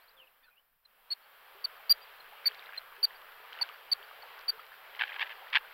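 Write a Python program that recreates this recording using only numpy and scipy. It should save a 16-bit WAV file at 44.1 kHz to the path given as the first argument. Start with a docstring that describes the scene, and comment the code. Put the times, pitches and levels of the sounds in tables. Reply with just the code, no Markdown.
"""At the edge of a reed pool, a coot peeps in short arched whistles; later one croaks, its throat rung by
runs of uneven pulses. The calls scatter among the stems and echo off the far bank. Where a bird wades in,
water drips, gurgles and trickles as ringing air bubbles. Dry reeds tick. Small birds sing far off
at the start, while the bed of water wash, hiss, hum and rumble fades down and up again."""
import sys
import numpy as np
from scipy import signal
from scipy.fft import rfft, irfft, next_fast_len
from scipy.io import wavfile
from scipy.ndimage import uniform_filter1d

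SR = 44100
rng = np.random.default_rng(int(sys.argv[2]) if len(sys.argv) > 2 else 0)


def to_wav(s):
    """Save 16-bit WAV."""
    ch = np.atleast_2d(s).T  # columns
    pcm = np.round(np.clip(ch, -1, 1) * 32767)  # PCM
    wavfile.write(sys.argv[1], SR, pcm.astype(np.int16))


N = 252693

# The coot's whistles. Each row: start in seconds, length in seconds, pitch at the crest in Hz,
# closing droop in Hz, level in dB, third harmonic against the note in dB (played 2 dB higher).
WHISTLES = [(0.851, 0.0122, 4056, 47, -53.7, -35), (1.1044, 0.0326, 4451, 322, -27.3, -30.8),
            (1.6421, 0.0159, 4537, 429, -24.3, -23.7), (1.8954, 0.0326, 4773, 428, -14, -14.8),
            (2.2, 0.011, 4150, 60, -50, -35), (2.4564, 0.0271, 4584, 325, -18.8, -18.2),
            (2.7748, 0.0119, 4127, 32, -30.6, -26.9), (3.029, 0.0263, 4632, 492, -17.6, -20.7),
            (3.6124, 0.0195, 4544, 344, -22.3, -28.5), (3.9155, 0.0207, 4567, 491, -18.8, -27.1),
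            (4.221, 0.0099, 4430, 40, -48, -35), (4.4807, 0.0253, 4632, 305, -22, -21.6)]


def coot_peeps(crest=.6, swell_db=8.5, second_db=-26, air_db=-25):
    """Nearly pure whistles that arch, swell and droop; overtones grow faster than the note, air slower."""
    out = np.zeros(N)
    for start, length, hz, droop_hz, db, third_db in WHISTLES:
        progress = np.arange(-.3 * length * SR, 1.3 * length * SR) / (length * SR)
        before = np.clip(1 - progress / crest, 0, 1)
        after = np.clip((progress - crest) / .37, 0, 1.2)
        scoop_hz = 20000 * (length - .019)  # long notes come in from below, short ones from above
        pitch = hz - scoop_hz * before ** 2 - droop_hz * after ** 3.2
        phase = 2 * np.pi * np.cumsum(pitch) / SR
        edges = np.clip(np.minimum((progress + .03) / .09, (1.04 - progress) / .16), 0, 1)
        gain = smooth(undb(db - swell_db * before ** 1.6 - 3 * after ** 2) * edges, 40, 30)
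        effort = np.abs(gain) / gain.max()
        husk = 1 + .9 * smooth(rng.standard_normal((2, len(gain))), 24, 18)
        second = undb(second_db) * effort ** .5 * husk[0] * np.sin(2 * phase)
        third = undb(third_db + 2) * effort ** .63 * husk[1] * np.sin(3 * phase)
        air = band(np.abs(gain) ** .7 * rng.standard_normal(len(gain)), 1000, 4100)
        add(out, start - .3 * length, gain * (np.sin(phase) + second + third) + undb(air_db) * air)
    return out


# The loud croak bursts. Each row: cue in seconds, nominal length in seconds, pitch in Hz, drive in dB.
CROAK_BURSTS = [(4.949, .004, 1020, -38), (4.992, 0.0081, 1030, -26.5), (5.002, 0.0036, 970, -28),
                (5.009, 0.0066, 926, -23.5), (5.018, 0.006, 864, -22), (5.0264, 0.0035, 1030, -30),
                (5.033, 0.0075, 860, -23.5), (5.142, .0026, 940, -32), (5.161, 0.0079, 864, -32.5),
                (5.194, .0052, 1055, -25), (5.2056, 0.011, 1005, -25.5), (5.2162, 0.0041, 1092, -21),
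                (5.223, 0.0084, 888, -22), (5.234, 0.00308, 1040, -27), (5.257, .004, 910, -39),
                (5.303, 0.0023, 1050, -37), (5.526, 0.0035, 900, -39), (5.5293, 0.006, 1090, -23.5),
                (5.5378, 0.0058, 1024, -24), (5.5475, 0.0031, 956, -17), (5.554, 0.0054, 1092, -15),
                (5.5592, .0052, 1110, -13.5), (5.565, .012, 910, -18), (5.579, .007, 1390, -31)]
# The throat's resonances. Each row: centre in Hz, width in Hz, gain in dB.
FORMANTS = [(950, 680, -12.5), (1635, 247, 3.5), (2350, 630, 0), (3190, 650, -2), (4610, 1600, -23.5)]


def coot_croaks(mutter_count=70, mutter_from_s=4.94, mutter_to_s=5.33, sag=.05):
    """Runs of uneven pulses ring the throat amid a faint mutter; tighter, higher bursts are brighter."""
    pulses = np.zeros(N)
    mutter = [(mutter_from_s + (mutter_to_s - mutter_from_s) * when,
               .003 + .0051 * long, 840 + 240 * high, -38 - 7 * weak)
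              for when, long, high, weak in rng.random((mutter_count, 4))]
    for cue, length, hz, db in CROAK_BURSTS + mutter:
        progress = np.linspace(0, 1, int(1.3 * length * SR))
        wobble, rasp = uniform_filter1d(rng.standard_normal((2, len(progress))), size=30)
        pitch = hz * (1 - sag * progress) * (1 + .6 * wobble)
        phase = 2 * np.pi * np.cumsum(pitch) / SR
        tilt_db = -1 + 12 * np.log2(hz / 950)  # per octave
        harmonics = sum(undb(tilt_db * np.log2(k / 2)) * np.cos(k * phase) for k in range(1, 7))
        swell = np.abs(np.sin(np.pi * progress)) ** 1.4
        add(pulses, cue - .3 * length, undb(db) * swell * harmonics * (1 + 2.2 * rasp))
    throat = sum((-1) ** k * undb(db) * signal.lfilter(*signal.iirpeak(hz, hz / width, fs=SR), pulses)
                 for k, (hz, width, db) in enumerate(FORMANTS))
    edge = band(np.abs(throat), 6800, 13000)  # a trace of the pulse edges escapes above the throat
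    return undb(-3.5) * band(throat, 610, 5250) + undb(-30) * edge


def reeds_and_bank(calls, t60_s=.075, scatter_db=-26.5, echo_s=.116, echo_db=-40):
    """The stems scatter the calls into a short tail; the far bank sends back one duller echo."""
    tail = rng.standard_normal(SR // 5) * undb(-60 * np.arange(SR // 5) / SR / t60_s)
    tail /= np.sqrt(np.sum(tail ** 2))
    out = undb(scatter_db) * signal.fftconvolve(band(calls, 500, 7800), tail)[:N]
    add(out, echo_s, undb(echo_db) * band(calls, 500, 5200))
    return out


# The featured drops. Each row: start in seconds, level in dB, pitch in Hz.
DROPS = [(2.462, -27, 2060), (2.519, -38.5, 3000), (2.553, -40, 2230), (2.594, -36.5, 3560),
         (2.624, -38, 2320), (2.691, -35.5, 1530), (2.66, -40, 3700), (2.734, -33.5, 1600),
         (2.745, -34, 2420), (2.765, -38.5, 1800), (2.924, -41.5, 1120), (2.966, -43, 1580),
         (3.107, -39.5, 1810), (3.289, -39, 1510), (3.482, -46, 935), (3.53, -31, 3040), (3.551, -41, 1630),
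         (3.589, -32.5, 2750), (3.596, -35.5, 1410), (3.612, -30.5, 915), (3.636, -32.5, 1500),
         (3.696, -34.5, 1170), (4.028, -37, 3050), (4.112, -41, 1160), (4.594, -35.5, 1250),
         (4.719, -35.5, 1610), (5.47, -35, 1750), (5.649, -37.5, 1470)]


def drips(spatter_count=11, small_count=16, small_from_s=2.9):
    """A drop ticks on landing and rings a bubble amid spatter; lesser drops fall as the bird wades."""
    out = np.zeros(N)
    small = [(small_from_s + (N / SR - small_from_s) * when, -40.5 - 6 * weak, 800 * 2.7 ** high)
             for when, weak, high in rng.random((small_count, 3))]
    for start, db, hz in DROPS + small:
        add(out, start, undb(db) * bubble(hz, cycles=8.2, glide=.075))
        add(out, start, undb(db - 11) * bubble(3200, cycles=1.6, glide=0))  # landing tick
        for lag, high, weak in rng.random((spatter_count, 3)):
            spatter = bubble(1300 * 3.3 ** high, cycles=4, glide=.12)
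            add(out, start - .015 + .07 * lag, undb(db - 2 - 9 * weak - 8 * high ** 3) * spatter)
    return out


# Long bubbles. Each row: start in seconds, level in dB, opening pitch in Hz, ring in cycles.
LONG_BUBBLES = [(2.322, -50.5, 727, 48), (5.119, -33.5, 1730, 26), (5.42, -47, 698, 35)]


def gurgles():
    """Long-ringing bubbles that sweep steeply upward."""
    out = np.zeros(N)
    for start, db, hz, cycles in LONG_BUBBLES:
        add(out, start, undb(db) * bubble(hz, cycles, glide=.95))
    return out


# Ticks in the reeds. Each row: start in seconds, level in dB, pitch in Hz.
STEM_TICKS = [(2.446, -39, 2300), (2.547, -37, 4000), (2.64, -48, 5200), (2.766, -37, 2800),
              (2.965, -41, 2800), (3.218, -45, 3400), (3.53, -38, 4000), (3.613, -35, 2000),
              (3.69, -31, 2900), (4.267, -48, 3600), (4.392, -38, 4600), (4.412, -43, 4600),
              (4.666, -44, 4200), (4.958, -44, 4500), (5.502, -44, 4800)]


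def reed_ticks(ring_cycles=2.2):
    """Dry stems tick and ring out within a few cycles."""
    out = np.zeros(N)
    for start, db, hz in STEM_TICKS:
        turns = np.arange(int(5 * ring_cycles / hz * SR)) * hz / SR
        add(out, start, undb(db) * np.exp(-turns / ring_cycles) * np.sin(2 * np.pi * turns))
    return out


# Faint low thumps and water gulps. Each row of both: start in seconds, level in dB, pitch in Hz.
LOW_THUMPS = [(1.21, -71, 194), (1.629, -74.5, 296), (1.749, -73, 62), (1.9, -70, 45), (1.999, -67.5, 200),
              (2.329, -73, 161), (2.469, -68, 75), (3.039, -76, 141), (3.129, -62, 215), (3.606, -62, 205),
              (3.919, -76, 323), (4.03, -77, 144), (4.575, -60, 159), (5.12, -73, 120), (5.56, -67, 70)]
WATER_GULPS = [(1.55, -57.5, 394), (2.5, -57, 422), (2.981, -58, 401), (3.4, -57, 430), (4.0, -56, 414),
               (4.53, -53, 446)]


def thumps_and_gulps():
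    """Faint low thumps of about a cycle, several under the peeps, and low bubbles that ring longer."""
    out = np.zeros(N)
    for start, db, hz in LOW_THUMPS:
        add(out, start, undb(db) * bubble(hz, cycles=1.3, glide=0))
    for start, db, hz in WATER_GULPS:
        add(out, start, undb(db) * bubble(hz, cycles=23, glide=.038))
    return out


# Far birdsong. Each row: start in seconds, length in seconds, first and last pitch in Hz, level in dB.
SONG_NOTES = [(0, .06, 3750, 4800, -72), (.075, .024, 3780, 4760, -64), (.105, .012, 4050, 3950, -66),
              (.14, .135, 538, 516, -67), (.165, .092, 3650, 2530, -57), (.27, .015, 3050, 2572, -59),
              (.425, .037, 1820, 1780, -65), (.46, .055, 1530, 1440, -64), (.43, .07, 4800, 3900, -72),
              (.43, .025, 3600, 3530, -67), (.42, .055, 2330, 2600, -70), (.505, .04, 2480, 2450, -70),
              (.555, .052, 2450, 3080, -66)]


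def songbirds():
    """Thin gliding tones that swell and fade, blurred in pitch and level by distance."""
    out = np.zeros(N)
    for start, length, first_hz, last_hz, db in SONG_NOTES:
        progress = np.linspace(0, 1, int(length * SR))
        flutter, waver = 12 * smooth(rng.standard_normal((2, len(progress))), 100, 100)
        pitch = first_hz + (last_hz - first_hz) * (1 - (1 - progress) ** 1.6)  # quick, then levels off
        phase = 2 * np.pi * np.cumsum(pitch * (1 + .013 * waver)) / SR
        swell = np.abs(np.sin(np.pi * progress)) ** .6
        add(out, start, undb(db + 4 * flutter) * swell * np.sin(phase))
    return out


def trickle(count=1600):
    """Many faint bubbles of all sizes; the small high ones are weaker, and a few stand out."""
    out = np.zeros(N)
    for when, high, ring, weak in rng.random((count, 4)):
        db = -2.5 * np.log(weak + .02) - 11 * high ** 3
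        add(out, when * N / SR, undb(db) * bubble(650 * 6.5 ** high, 3 + 9 * ring ** 2, glide=.15))
    return out / np.sqrt(np.mean(out ** 2))


# The tone of the wash. Each row: frequency in Hz, relative noise density in dB.
WASH_TONE = [(160, -63.5), (280, -28.5), (437, -6), (1170, -0.5), (1680, -0.5), (1950, -4), (3290, -6.5),
             (3430, -11), (4610, -16.5), (6200, -36.5), (7000, -35), (9100, -45), (15400, -120)]
# Its level ride. Each row: time in seconds, level in dB before the opening fade.
WASH_RIDE = [(2.3, -55.5), (2.62, -53.5), (2.82, -56.5), (3.35, -55.5), (3.6, -52), (3.8, -55), (4.3, -53),
             (4.73, -56.5), (4.98, -52.5), (5.14, -50.5), (5.31, -52), (5.61, -55), (5.73, -54)]


def water_wash(t, fade_db, trickle_db=-14.5):
    """A swelling wash of reeds and water, with the trickle tucked under it."""
    gain = undb(np.interp(t, *np.transpose(WASH_RIDE)) + fade_db)
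    return gain * (coloured(WASH_TONE, side_db=-24, flicker_db=.8) + undb(trickle_db) * trickle())


# The tone of the hiss and of the rumble. Each row: frequency in Hz, relative noise density in dB.
HISS_TONE = [(1470, -31), (2500, -12), (5520, -6.5), (6110, -18), (8730, -7), (9360, -7.5), (14200, 8.5),
             (16000, 2)]
RUMBLE_TONE = [(12, 4.5), (25, 1), (40, -12.5), (70, -20), (110, -17.5), (200, -19.5), (300, -19.5),
               (400, -35)]


def hiss_and_rumble(fade_db):
    """Fine hiss over a restless rumble; each follows only part of the fade."""
    hiss = undb(-64 + .52 * fade_db) * coloured(HISS_TONE, side_db=-11, flicker_db=.2)
    rumble = undb(-80 + .15 * fade_db) * coloured(RUMBLE_TONE, side_db=-14, flicker_db=4)
    return hiss + rumble


def low_hum(t, fade_db, hz=150, lead_rad=.5):
    """A faint, wavering mains-like tone that reaches the left side first."""
    phase = 2 * np.pi * hz * t + lead_rad * np.array([[.5], [-.5]])
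    return undb(-88.5 + fade_db + 1.9 * walk(5)) * np.sin(phase)


def bubble(hz, cycles, glide):
    """A damped ring, as of an air pocket; glide lifts its pitch as it dies."""
    turns = np.arange(int(3 * cycles / hz * SR)) * hz / SR
    envelope = (1 - np.exp(-turns / .63)) * np.exp(-2 * turns / cycles)
    return envelope * np.sin(2 * np.pi * (turns + glide * turns ** 2 / (2 * cycles)))


def coloured(tone, side_db, flicker_db):
    """Stereo noise of rms near 1 in half-octave bands, each flickering on its own."""
    size = next_fast_len(N)
    hz = np.arange(1, size // 2 + 2) * SR / size
    spectrum = rfft(rng.standard_normal((2, size))) * undb(on_log(hz, tone))
    out = 0
    for octave in np.arange(np.log2(tone[0][0]), np.log2(tone[-1][0]) + .5, .5):
        window = np.clip(1 - 2 * np.abs(np.log2(hz) - octave), 0, 1)
        out = out + irfft(spectrum * window, size)[:, :N] * undb(flicker_db * walk(14))
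    mid, side = out / np.sqrt(np.mean(out ** 2))
    return np.array([mid + undb(side_db) * side, mid - undb(side_db) * side])


def walk(rate):
    """Random levels held 1 / rate seconds and smoothed; spread near 1."""
    hold = int(SR / rate)
    return 1.3 * smooth(np.repeat(rng.standard_normal(N // hold + 1), hold), hold, hold)[:N]


def smooth(x, first, second):
    """Two moving averages, widths in samples."""
    return uniform_filter1d(uniform_filter1d(x, first), second)


def band(x, lo_hz, hi_hz):
    """Steep band-pass."""
    return signal.sosfilt(signal.butter(4, (lo_hz, hi_hz), "band", fs=SR, output="sos"), x)


def on_log(hz, curve):
    """Read a curve at hz along a log-frequency axis."""
    freqs, values = np.transpose(curve)
    return np.interp(np.log(hz), np.log(freqs), values)


def undb(db):
    """Decibels to gain."""
    return 10 ** (np.asarray(db) / 20)


def add(out, start_s, x):
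    """Mix x into out from start_s."""
    i = int(start_s * SR)
    out[i:i + len(x)] += x[:max(N - i, 0)]


# The bed's opening fade, down and up again. Each row: time in seconds, gain in dB.
BED_FADE = [(0, -7.5), (.11, -9.5), (.45, -16), (.7, -23), (.82, -25), (.89, -16), (1.1, -8), (1.25, -6),
            (1.64, 1)]


def scene():
    """Birds, drips and faint thumps in the centre, over a narrow stereo bed."""
    t = np.arange(N) / SR
    fade_db = np.interp(t, *np.transpose(BED_FADE))
    calls = coot_peeps() + coot_croaks()
    birds = calls + reeds_and_bank(calls) + songbirds()
    water_and_reeds = band(drips() + gurgles() + reed_ticks(), 400, 5900)
    bed = low_hum(t, fade_db) + water_wash(t, fade_db) + hiss_and_rumble(fade_db)
    return birds + water_and_reeds + thumps_and_gulps() + bed


# Phase between the microphone ports. Each row: frequency in Hz, left lead in radians (negative lags).
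PORT_PHASE = [(2500, 0), (4500, -.17), (9200, -.43), (14000, -.64), (16000, -.75)]


def record(dry, top_hz=15800):
    """Two close microphone ports hear the treble a little apart in time; the top is cut steeply."""
    size = next_fast_len(N)
    lead = on_log(np.arange(1, size // 2 + 2) * SR / size, PORT_PHASE)
    ports = irfft(rfft(dry, size) * np.exp(.5j * np.array([lead, -lead])), size)[:, :N]
    balance = undb([[.12], [-.12]])
    return signal.sosfilt(signal.ellip(10, .2, 70, top_hz, fs=SR, output="sos"), ports * balance)


dry = scene()
out = record(dry)
to_wav(out)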